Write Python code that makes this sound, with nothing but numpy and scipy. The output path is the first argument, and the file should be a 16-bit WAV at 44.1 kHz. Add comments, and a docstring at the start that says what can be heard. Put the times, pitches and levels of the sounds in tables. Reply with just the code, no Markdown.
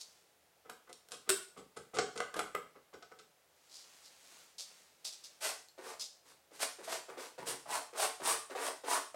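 """A steel knife dabs paint on a crusted wooden palette, clacking once on its rim: struck wood and
steel modes. Soles then scuff and clothes rustle: grainy noise that follows each movement. A brush
handle clicks amid quick knife strokes on a stretched canvas: stick-slip grains rasp over the weave,
ring the blade and drum the cloth. Small, bare room with faint noise throughout; one microphone."""
import sys
import numpy as np
from scipy import signal
from scipy.io import wavfile

SR = 44100
rng = np.random.default_rng(int(sys.argv[2]) if len(sys.argv) > 2 else 0)


def store_wav(level_fs):
    """Save 16-bit WAV to argv[1]."""
    pcm = np.round(np.clip(np.atleast_2d(level_fs), -1, 1) * 32767)
    wavfile.write(sys.argv[1], SR, pcm.T.astype(np.int16))


N = 403515


def palette():
    """Each dab knocks the board, ticks the blade and shakes the table; one clack hits the bare rim."""
    # knife dabs: t/s, wood level/dB, steel tick level/dB, paint under blade/0-1, tick low-pass f/Hz
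    dabs = [(0.655, -56, -78, 0.46, 7000), (.698, -45, -50.5, .1, 13000), (.876, -58.5, -77, 0.4, 6000),
            (.893, -52, -61, 0.52, 11100), (.929, -73, -50, .02, 10600), (1.087, -64.5, -60, .02, 15000),
            (1.110, -58, -55, 0.36, 12000), (1.1196, -52, -43.5, .25, 10000),
            (1.129, -52.5, -48.5, 0.73, 10800), (1.269, -51.5, -61, 0.88, 4000),
            (1.569, -49.5, -55.5, 0.92, 10400), (1.765, -44.5, -50, 0.63, 10400),
            (1.939, -41.5, -45, .95, 9500), (1.9707, -37, -45.5, 0.18, 7440),
            (1.987, -28.5, -33, .32, 7940), (2.155, -43.5, -51, 0.73, 9500),
            (2.177, -44, -43.5, 0.26, 8750), (2.204, -33, -43, 0, 9800), (2.342, -42.5, -48.5, .22, 10900),
            (2.361, -38, -45.5, 0.7, 12000), (2.393, -32.5, -39, 0.2, 11200),
            (2.551, -32.5, -47.5, 0, 15000), (2.754, -55, -72, 0.68, 5000), (2.935, -48, -59, 0.64, 7860),
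            (3.026, -53.5, -56.5, 0.24, 6800), (3.117, -53, -67, 0.44, 8000),
            (3.189, -55.5, -56, 0.46, 8200)]
    # board modes: f/Hz, level/dB
    board_modes = [(431, 7), (732, 2.5), (1130, -12), (1244, -20), (1475, 3.5), (1992, 1.5)]
    # dull part of a dab: f/Hz, level/dB
    crust = [(100, -25), (280, -25.5), (440, 10), (560, -1.5), (730, 1.5), (920, -4), (1300, 10),
             (1520, -11), (1750, -14), (2100, -5.5), (2600, -14.5), (3400, -11), (8000, -63)]
    # blade modes: f/Hz, level/dB
    steel_modes = [(5600, 2.5), (7440, -9), (7747, 6.5), (9250, -13), (9540, -2)]
    # broad part of the steel tick: f/Hz, level/dB
    tick = [(800, -65), (2500, -3.5), (3400, 4), (4800, 5), (6200, 4.5), (9000, 10), (11000, 7),
            (16000, 12.5)]
    # table under the palette: f/Hz, level/dB
    thud = [(30, -46), (55, -23), (75, -4.5), (98, -19), (125, -5), (170, -1), (270, 0), (500, 3),
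            (2000, -85.5)]
    # knife on the rim, with bounces: t/s, level/dB
    clacks = [(1.292, -28), (1.2943, -28), (1.3, -25), (1.309, -41)]
    # rim modes: f/Hz, level/dB
    rim_modes = [(345, 3), (392, 4), (1448, 1), (1540, -1), (2700, -10), (3838, -8), (5400, -5), (7800, -5),
                 (7930, -2), (8021, -1), (8118, -3), (8306, -5), (9071, -7)]
    # broad part of the clack: f/Hz, level/dB
    crack = [(100, -38), (250, -10.5), (370, 18.5), (520, 5.5), (900, -2.5), (1470, 7), (2000, -1),
             (5200, 2), (6500, -2.5), (8100, 7), (11500, -4), (16000, -15)]
    bare_drag_s, paint_drag_s = 0.002, 0.025  # the blade takes longer to stop in paint
    bare_thud_db, paint_thud_db = -17.5, 1.5  # re wood level: paint passes more of the push to the table
    bare_spot_hz, paint_spot_hz = 1408, 463  # the spot answers lower in paint
    spot_db, spot_width_hz, spot_spread_octaves = -3, 270, 0.1

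    out, table = np.zeros(N), colour(thud)
    for s, wood_db, tick_db, paint, top_hz in dabs:
        drag_s = bare_drag_s * (paint_drag_s / bare_drag_s) ** paint
        thud_db = wood_db + np.interp(paint, [0, 1], [bare_thud_db, paint_thud_db])
        wood = body(board_modes, 0.055, crust, ring_db=-7, vary_db=2.5)
        steel = body(steel_modes, 0.09, tick, ring_db=-17, vary_db=2)

        click = 3.14 * np.exp(-drag_s / 0.0032)  # thick paint swallows the click
        force = soften(contact(drag_s, click), 1950)
        shift = 2 ** (spot_spread_octaves * rng.standard_normal())
        bare_spot = blow(narrow(force, bare_spot_hz * shift, spot_width_hz))
        paint_spot = blow(narrow(force, paint_spot_hz * shift, spot_width_hz))
        spot = (1 - paint) * bare_spot + paint * paint_spot

        knock = blow(through(force, wood)) + amp(spot_db) * blow(spot)
        add(out, s, amp(wood_db) * blow(knock))
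        ting = cut(through(force, steel), top_hz, "low", order=5)
        add(out, s, amp(tick_db) * blow(ting))
        push = contact(drag_s + 0.015, click=0.217)
        add(out, s, amp(thud_db) * blow(through(push, table)))

        squash = swing(0.005, 0.046)  # the blade squashes paint just before and after it meets the board
        squelch = through(squash * grains(len(squash), 1800, 3.4), wood)
        add(out, s - 0.008, amp(wood_db - 11) * evened(squelch))

    rim = body(rim_modes, 0.11, crack, ring_db=-6, vary_db=0)
    for s, db in clacks:
        add(out, s, amp(db) * blow(through(contact(0.0022, click=0.32), rim)))
    return out


def canvas():
    """The blade rasps over the weave, rings, and drums the cloth, whose pitch shifts with the contact."""
    # strokes: t of full speed/s, rise/s, fall/s, rasp level/dB, blade level/dB, mid-stroke canvas f/Hz
    strokes = [(5.445, 0.049, 0.12, -37, -47, 680), (5.89, .11, 0.1, -52, -65, 536),
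               (6.29, 0.065, .11, -62, -87, 500), (6.554, .04, 0.065, -57, -80, 500),
               (6.63, .048, 0.043, -34.5, -42.5, 630), (6.848, .03, 0.069, -52, -60, 514),
               (6.926, 0.068, 0.087, -41.5, -63, 623), (7.205, .036, 0.14, -50, -73, 507),
               (7.49, 0.043, 0.07, -39.5, -42, 556), (7.75, 0.093, 0.062, -40.5, -43, 890),
               (8.025, .085, 0.088, -35.5, -38.5, 713), (8.285, 0.077, 0.11, -35.5, -34.5, 1050),
               (8.665, 0.12, 0.073, -42.5, -46, 610), (8.935, 0.097, 0.086, -36.5, -39.5, 1000)]
    # blade lands or catches: t/s, level/dB, rumble level of the rocked easel/dB
    touches = [(5.779, -48, -84), (6.509, -57, -82), (6.786, -48, -74), (6.876, -40.5, -68),
               (7.084, -46, -74), (7.173, -42.5, -83), (7.38, -43, -60), (7.469, -42, -65),
               (7.658, -49.5, -66), (7.725, -41, -76), (7.93, -46, -90), (8.2, -43.5, -64),
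               (8.499, -42.5, -73.5), (8.551, -36.5, -88), (8.583, -43.5, -84), (8.837, -41.5, -85),
               (9.144, -39.5, -75)]
    # cloth modes: f/Hz, level/dB
    cloth_modes = [(285, -1), (383, 5), (454, 7), (655, 0), (722, 5), (862, 2), (970, 1), (1065, 0),
                   (1156, -5), (1320, -6), (1455, -1), (1819, -3)]
    # broad part of the drumming: f/Hz, level/dB
    drum_spectrum = [(40, -106), (130, -32), (210, -9), (320, -5.5), (600, 11.5), (1200, 8.5), (1700, 1.5),
                     (2600, -6.5), (5000, -27.5)]
    # rasp of the weave: f/Hz, level/dB
    rasp_spectrum = [(300, -33), (1200, 1), (2200, 2.5), (3300, 2.5), (5000, 3.5), (6800, 2), (8300, 2.5),
                     (9700, -1), (11500, -4), (14000, -10.5), (16000, -23)]
    # resonances of the flexing blade: f/Hz, width/Hz, level/dB
    blade_modes = [(8140, 120, 4), (8590, 180, 4.5), (9210, 390, 4), (10030, 180, -5)]
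    # stretcher on the easel: f/Hz, level/dB
    frame = [(40, -25), (75, -8), (98, -26), (130, 0.5), (170, -3.5), (260, -1), (600, -41), (2000, -80)]
    rest_hz, glide_octaves = 463, 0.5  # pitch under a still blade; climb along a stroke
    # a flick skims the cloth; drumming gains lean_db for each doubling of the rise time
    flick_s, flick_drum_db, lean_db = 0.054, -5, 6.5
    stroke_frame_db = -80
    # after each touch the blade creeps over the weave; levels re touch
    creep_rise_s, creep_fall_s = 0.022, 0.11
    creep_rasp_db, creep_blade_db, creep_drum_db = -22, -24, -5

    rasp, flex, drum, sing, rumble = np.zeros((5, N))
    pitch_hz = np.full(N, float(rest_hz))

    def scrape(start_s, speed, hz, rasp_db, blade_db, drum_db, frame_db):
        """One slide of the blade; ridges of paint grip and let go."""
        n = len(speed)
        grip = soften(soften(rng.standard_normal(n), 70), 70)
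        catch = amp(2 * evened(grip))
        slips = evened(catch * grains(n, 2500, 2.8))
        weave = evened(np.sqrt(catch) * grains(n, 15000, 1.9))
        add(rasp, start_s, amp(rasp_db) * speed ** 1.15 * weave)
        add(flex, start_s, amp(blade_db) * speed ** 1.45 * grains(n, 6000, 1.2))
        add(drum, start_s, amp(drum_db - 1.5) * speed ** 0.71 * slips)
        add(rumble, start_s, amp(frame_db) * speed * slips)
        add(sing, start_s, amp(drum_db - 5) * speed * evened(narrow(slips, hz, 294)))

    for s, rise_s, fall_s, rasp_db, blade_db, mid_hz in strokes:
        speed = swing(rise_s, fall_s)
        hz = mid_hz * 2 ** (glide_octaves * np.linspace(-0.5, 0.5, len(speed)))
        drum_db = rasp_db + flick_drum_db + lean_db * np.log2(rise_s / flick_s)
        scrape(s - rise_s, speed, hz, rasp_db, blade_db, drum_db, stroke_frame_db)
        add(pitch_hz, s - rise_s, hz - rest_hz)

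    for s, db, frame_db in touches:
        force = contact(0.008, click=0.4)
        t = np.arange(len(force)) / SR
        # the blade loads the cloth: pitch sinks
        sinking_hz = pitch_hz[round(s * SR)] * (0.79 + 0.41 * np.exp(-t / 0.013))
        add(sing, s, amp(db) * blow(narrow(force, sinking_hz, 364)))
        add(drum, s, amp(db - 11.5) * blow(force))
        add(rasp, s, amp(db - 9.5) * blow(soften(contact(0.016, click=0.078), 2000)))
        creep = swing(creep_rise_s, creep_fall_s)
        scrape(s, creep, sinking_hz[-1], db + creep_rasp_db, db + creep_blade_db,
               db + creep_drum_db, frame_db)

    blade = sum(amp(db) * resonate(flex, np.full(N, hz), width_hz) for hz, width_hz, db in blade_modes)
    blade *= np.std(flex) / np.std(blade)
    cloth = through(drum, body(cloth_modes, 0.1, drum_spectrum, ring_db=0, vary_db=3))
    cloth = cut(cloth + sing, 320, "high", order=4)  # little of the cloth's sound lies below 320 Hz
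    return through(rasp, colour(rasp_spectrum)) + blade + cloth + through(rumble, colour(frame))


def painter():
    """Gritty soles slide on the floor, clothes rustle, and a brush handle clicks in the other hand."""
    # sole scuffs: t of full speed/s, rise/s, fall/s, level/dB
    scuffs = [(.011, 0.027, 0.056, -49.5), (3.765, 0.095, 0.13, -54), (4.061, 0.034, 0.044, -57),
              (4.587, .007, 0.087, -43), (5.051, .008, 0.067, -39), (5.129, 0.0065, 0.035, -49.5),
              (5.245, 0.013, 0.047, -49), (6.0, .007, 0.082, -39.5)]
    # sole on floor, also the broad part of the handle click: f/Hz, level/dB
    sole = [(100, -45), (250, -25), (600, -16.5), (1800, -22.5), (2900, -12), (4000, -2.5), (5000, 0.5),
            (6500, -5), (8500, -8), (11000, -16.5), (16000, -30)]
    # clothes: t of full speed/s, rise/s, fall/s, level/dB
    rustles = [(.08, .15, 0.32, -69), (3.95, 0.55, 0.93, -63), (4.32, 0.17, 0.31, -60),
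               (4.69, 0.14, 0.39, -62.5), (5.2, 0.36, 0.61, -67)]
    # rustling fabric: f/Hz, level/dB
    fabric = [(59, -84), (100, -27), (170, -11), (492, -5), (558, -3.5), (662, -4), (4870, -2),
              (8110, -3.5), (16000, -19)]
    handle_modes = [(4150, -3), (4400, 0), (7500, -10), (11750, -5)]  # f/Hz, level/dB
    click_s, click_db = 5.686, -59

    out = rubbing(scuffs, sole, per_s=9000, spread_db=4)
    out += rubbing(rustles, fabric, per_s=12000, spread_db=2.5)
    handle = body(handle_modes, 0.1, sole, ring_db=0, vary_db=6)
    add(out, click_s, amp(click_db) * blow(handle))
    return out


def room_noise():
    """Steady, faint coloured noise."""
    # room noise: f/Hz, level/dB
    air = [(20, -20), (45, -24), (72, 1), (95, -9.5), (160, -2), (240, -8.5), (300, -4.5), (500, 1.5),
           (700, 1.5), (1040, -4.5), (1650, -5), (16000, -14)]
    return amp(-70.5) * evened(through(rng.standard_normal(N), colour(air)))


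def room(x, wet_db, count=3):
    """Adds echo patterns that keep shifting, then scales so that the total power is about kept."""
    angle = 2 * np.pi * 0.8 * np.arange(N) / SR  # 0.8 Hz
    wet = np.zeros(N)
    for k in range(count):
        wet += through(x * np.cos(angle + np.pi * k / count), reflections())
    wet *= np.sqrt(2 / count)
    return (x + amp(wet_db) * wet) / np.hypot(1, amp(wet_db))


def reflections():
    """Dense echoes of random sign, each band dying at its own speed."""
    # room decay: f/Hz, t60/s
    decay = [(150, .42), (400, .33), (1000, .35), (3000, .39), (7500, .4), (15000, .29)]
    t = np.arange(SR * 3 // 4) / SR
    taps = rng.choice([-1., 1.], len(t)) * (rng.random(len(t)) < 4000 / SR) * (t > 0.004)
    hz, when_s, bands = signal.stft(taps, SR, nperseg=256)
    fade = amp(-60 * when_s / read(decay, hz)[:, None])
    tail = signal.istft(bands * fade, SR, nperseg=256)[1]
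    return tail / np.linalg.norm(tail)


def rubbing(moves, spectrum, per_s, spread_db):
    """Grainy friction that follows the speed of each movement."""
    out = np.zeros(N)
    for s, rise_s, fall_s, db in moves:
        speed = swing(rise_s, fall_s)
        add(out, s - rise_s, amp(db) * speed * grains(len(speed), per_s, spread_db))
    return through(out, colour(spectrum))


def swing(rise_s, fall_s):
    """Speed of one movement, peak 1: gathers for rise_s, dies away for fall_s."""
    t = np.arange(-rise_s, fall_s, 1 / SR)
    return np.cos(np.pi / 2 * np.where(t < 0, t / rise_s, t / fall_s)) ** 2


def contact(drag_s, click):
    """Force of a blow: a click, then gritty chatter that swells and dies at a rate set by drag_s."""
    t = np.arange(SR // 5) / SR
    force = grains(len(t), 5000, 2.86) * (np.exp(-t / drag_s) - np.exp(-3 * t / drag_s))
    force /= np.linalg.norm(force)
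    force[0] += click
    return force


def grains(length, per_s, spread_db):
    """Stick and slip: random tiny snaps of uneven size, rms 1."""
    size = amp(spread_db * np.minimum(rng.exponential(1, length), 4))
    snaps = rng.random(length) < per_s / SR
    return evened(size * rng.standard_normal(length) * snaps)


def body(modes, t60_s, spectrum, ring_db, vary_db):
    """Response of an object: a dead, broad part plus modes whose strengths vary at random with the spot."""
    t = np.arange(SR // 6) / SR
    ring = np.zeros(len(t))
    for hz, db in modes:
        level_db = db + vary_db * rng.standard_normal() - 60 * t / t60_s
        ring += amp(level_db) * np.cos(2 * np.pi * hz * t)
    response = amp(ring_db) * ring / np.linalg.norm(ring)
    add(response, 0, colour(spectrum))
    return response / np.linalg.norm(response)


def colour(spectrum, size=4096):
    """Causal minimum-phase response of energy 1 with the given spectrum."""
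    log_gain = np.log(amp(read(spectrum, abs(np.fft.fftfreq(size, 1 / SR)))))
    response = np.fft.ifft(np.exp(np.conj(signal.hilbert(log_gain)))).real[:size // 2]
    return response / np.linalg.norm(response)


def resonate(x, hz, width_hz):
    """A resonance that follows the curve hz: shift to 0 Hz, low-pass, shift back."""
    turn = np.exp(2j * np.pi * np.cumsum(hz) / SR)
    r = np.exp(-np.pi * width_hz / SR)
    return 2 * (turn * signal.lfilter([1 - r], [1, -r], x / turn)).real


def narrow(x, hz, width_hz):
    """A steep resonance at a fixed or moving pitch: two in series."""
    hz = hz * np.ones(len(x))
    return resonate(resonate(x, hz, width_hz), hz, width_hz)


def soften(x, corner_hz):
    """A soft contact loses treble above its corner."""
    r = np.exp(-2 * np.pi * corner_hz / SR)
    return signal.lfilter([1 - r], [1, -r], x)


def cut(x, edge_hz, kind, order):
    """Butterworth low-pass or high-pass."""
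    return signal.sosfilt(signal.butter(order, edge_hz, kind, fs=SR, output="sos"), x)


def through(x, response):
    """Filters x, keeping its length."""
    return signal.fftconvolve(x, response)[:len(x)]


def read(points, hz):
    """Interpolates a table on a logarithmic frequency axis."""
    f, value = np.transpose(points)
    return np.interp(np.log(hz + 1), np.log(f + 1), value)


def amp(db):
    """Decibels to amplitude."""
    return 10 ** (np.asarray(db) / 20)


def evened(x):
    """Scales to rms 1."""
    return x / np.sqrt(np.mean(x ** 2) + 1e-20)


def blow(x):
    """Scales a short sound to the energy of 10 ms at rms 1."""
    return x / np.sqrt(np.sum(x ** 2) / (SR / 100) + 1e-20)


def add(mix, s, sound):
    """Mixes a sound in at time s, trimmed to fit."""
    start = round(s * SR)
    sound = sound[max(-start, 0):]
    part = mix[max(start, 0):][:len(sound)]
    part += sound[:len(part)]


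def scene():
    """Palette, canvas and painter in the room, over faint noise."""
    mix = room(palette(), wet_db=-3.5)
    mix += room(canvas(), wet_db=-3.5)
    mix += room(painter(), wet_db=-5)
    mix += room_noise()
    return mix[None]


def record(dry):
    """Band limit: linear-phase low-pass at 16.1 kHz."""
    low_pass = signal.firwin(511, 16100, window=("kaiser", 9), fs=SR)
    return signal.oaconvolve(dry, low_pass[None], "same")


dry = scene()
out = record(dry)
store_wav(out)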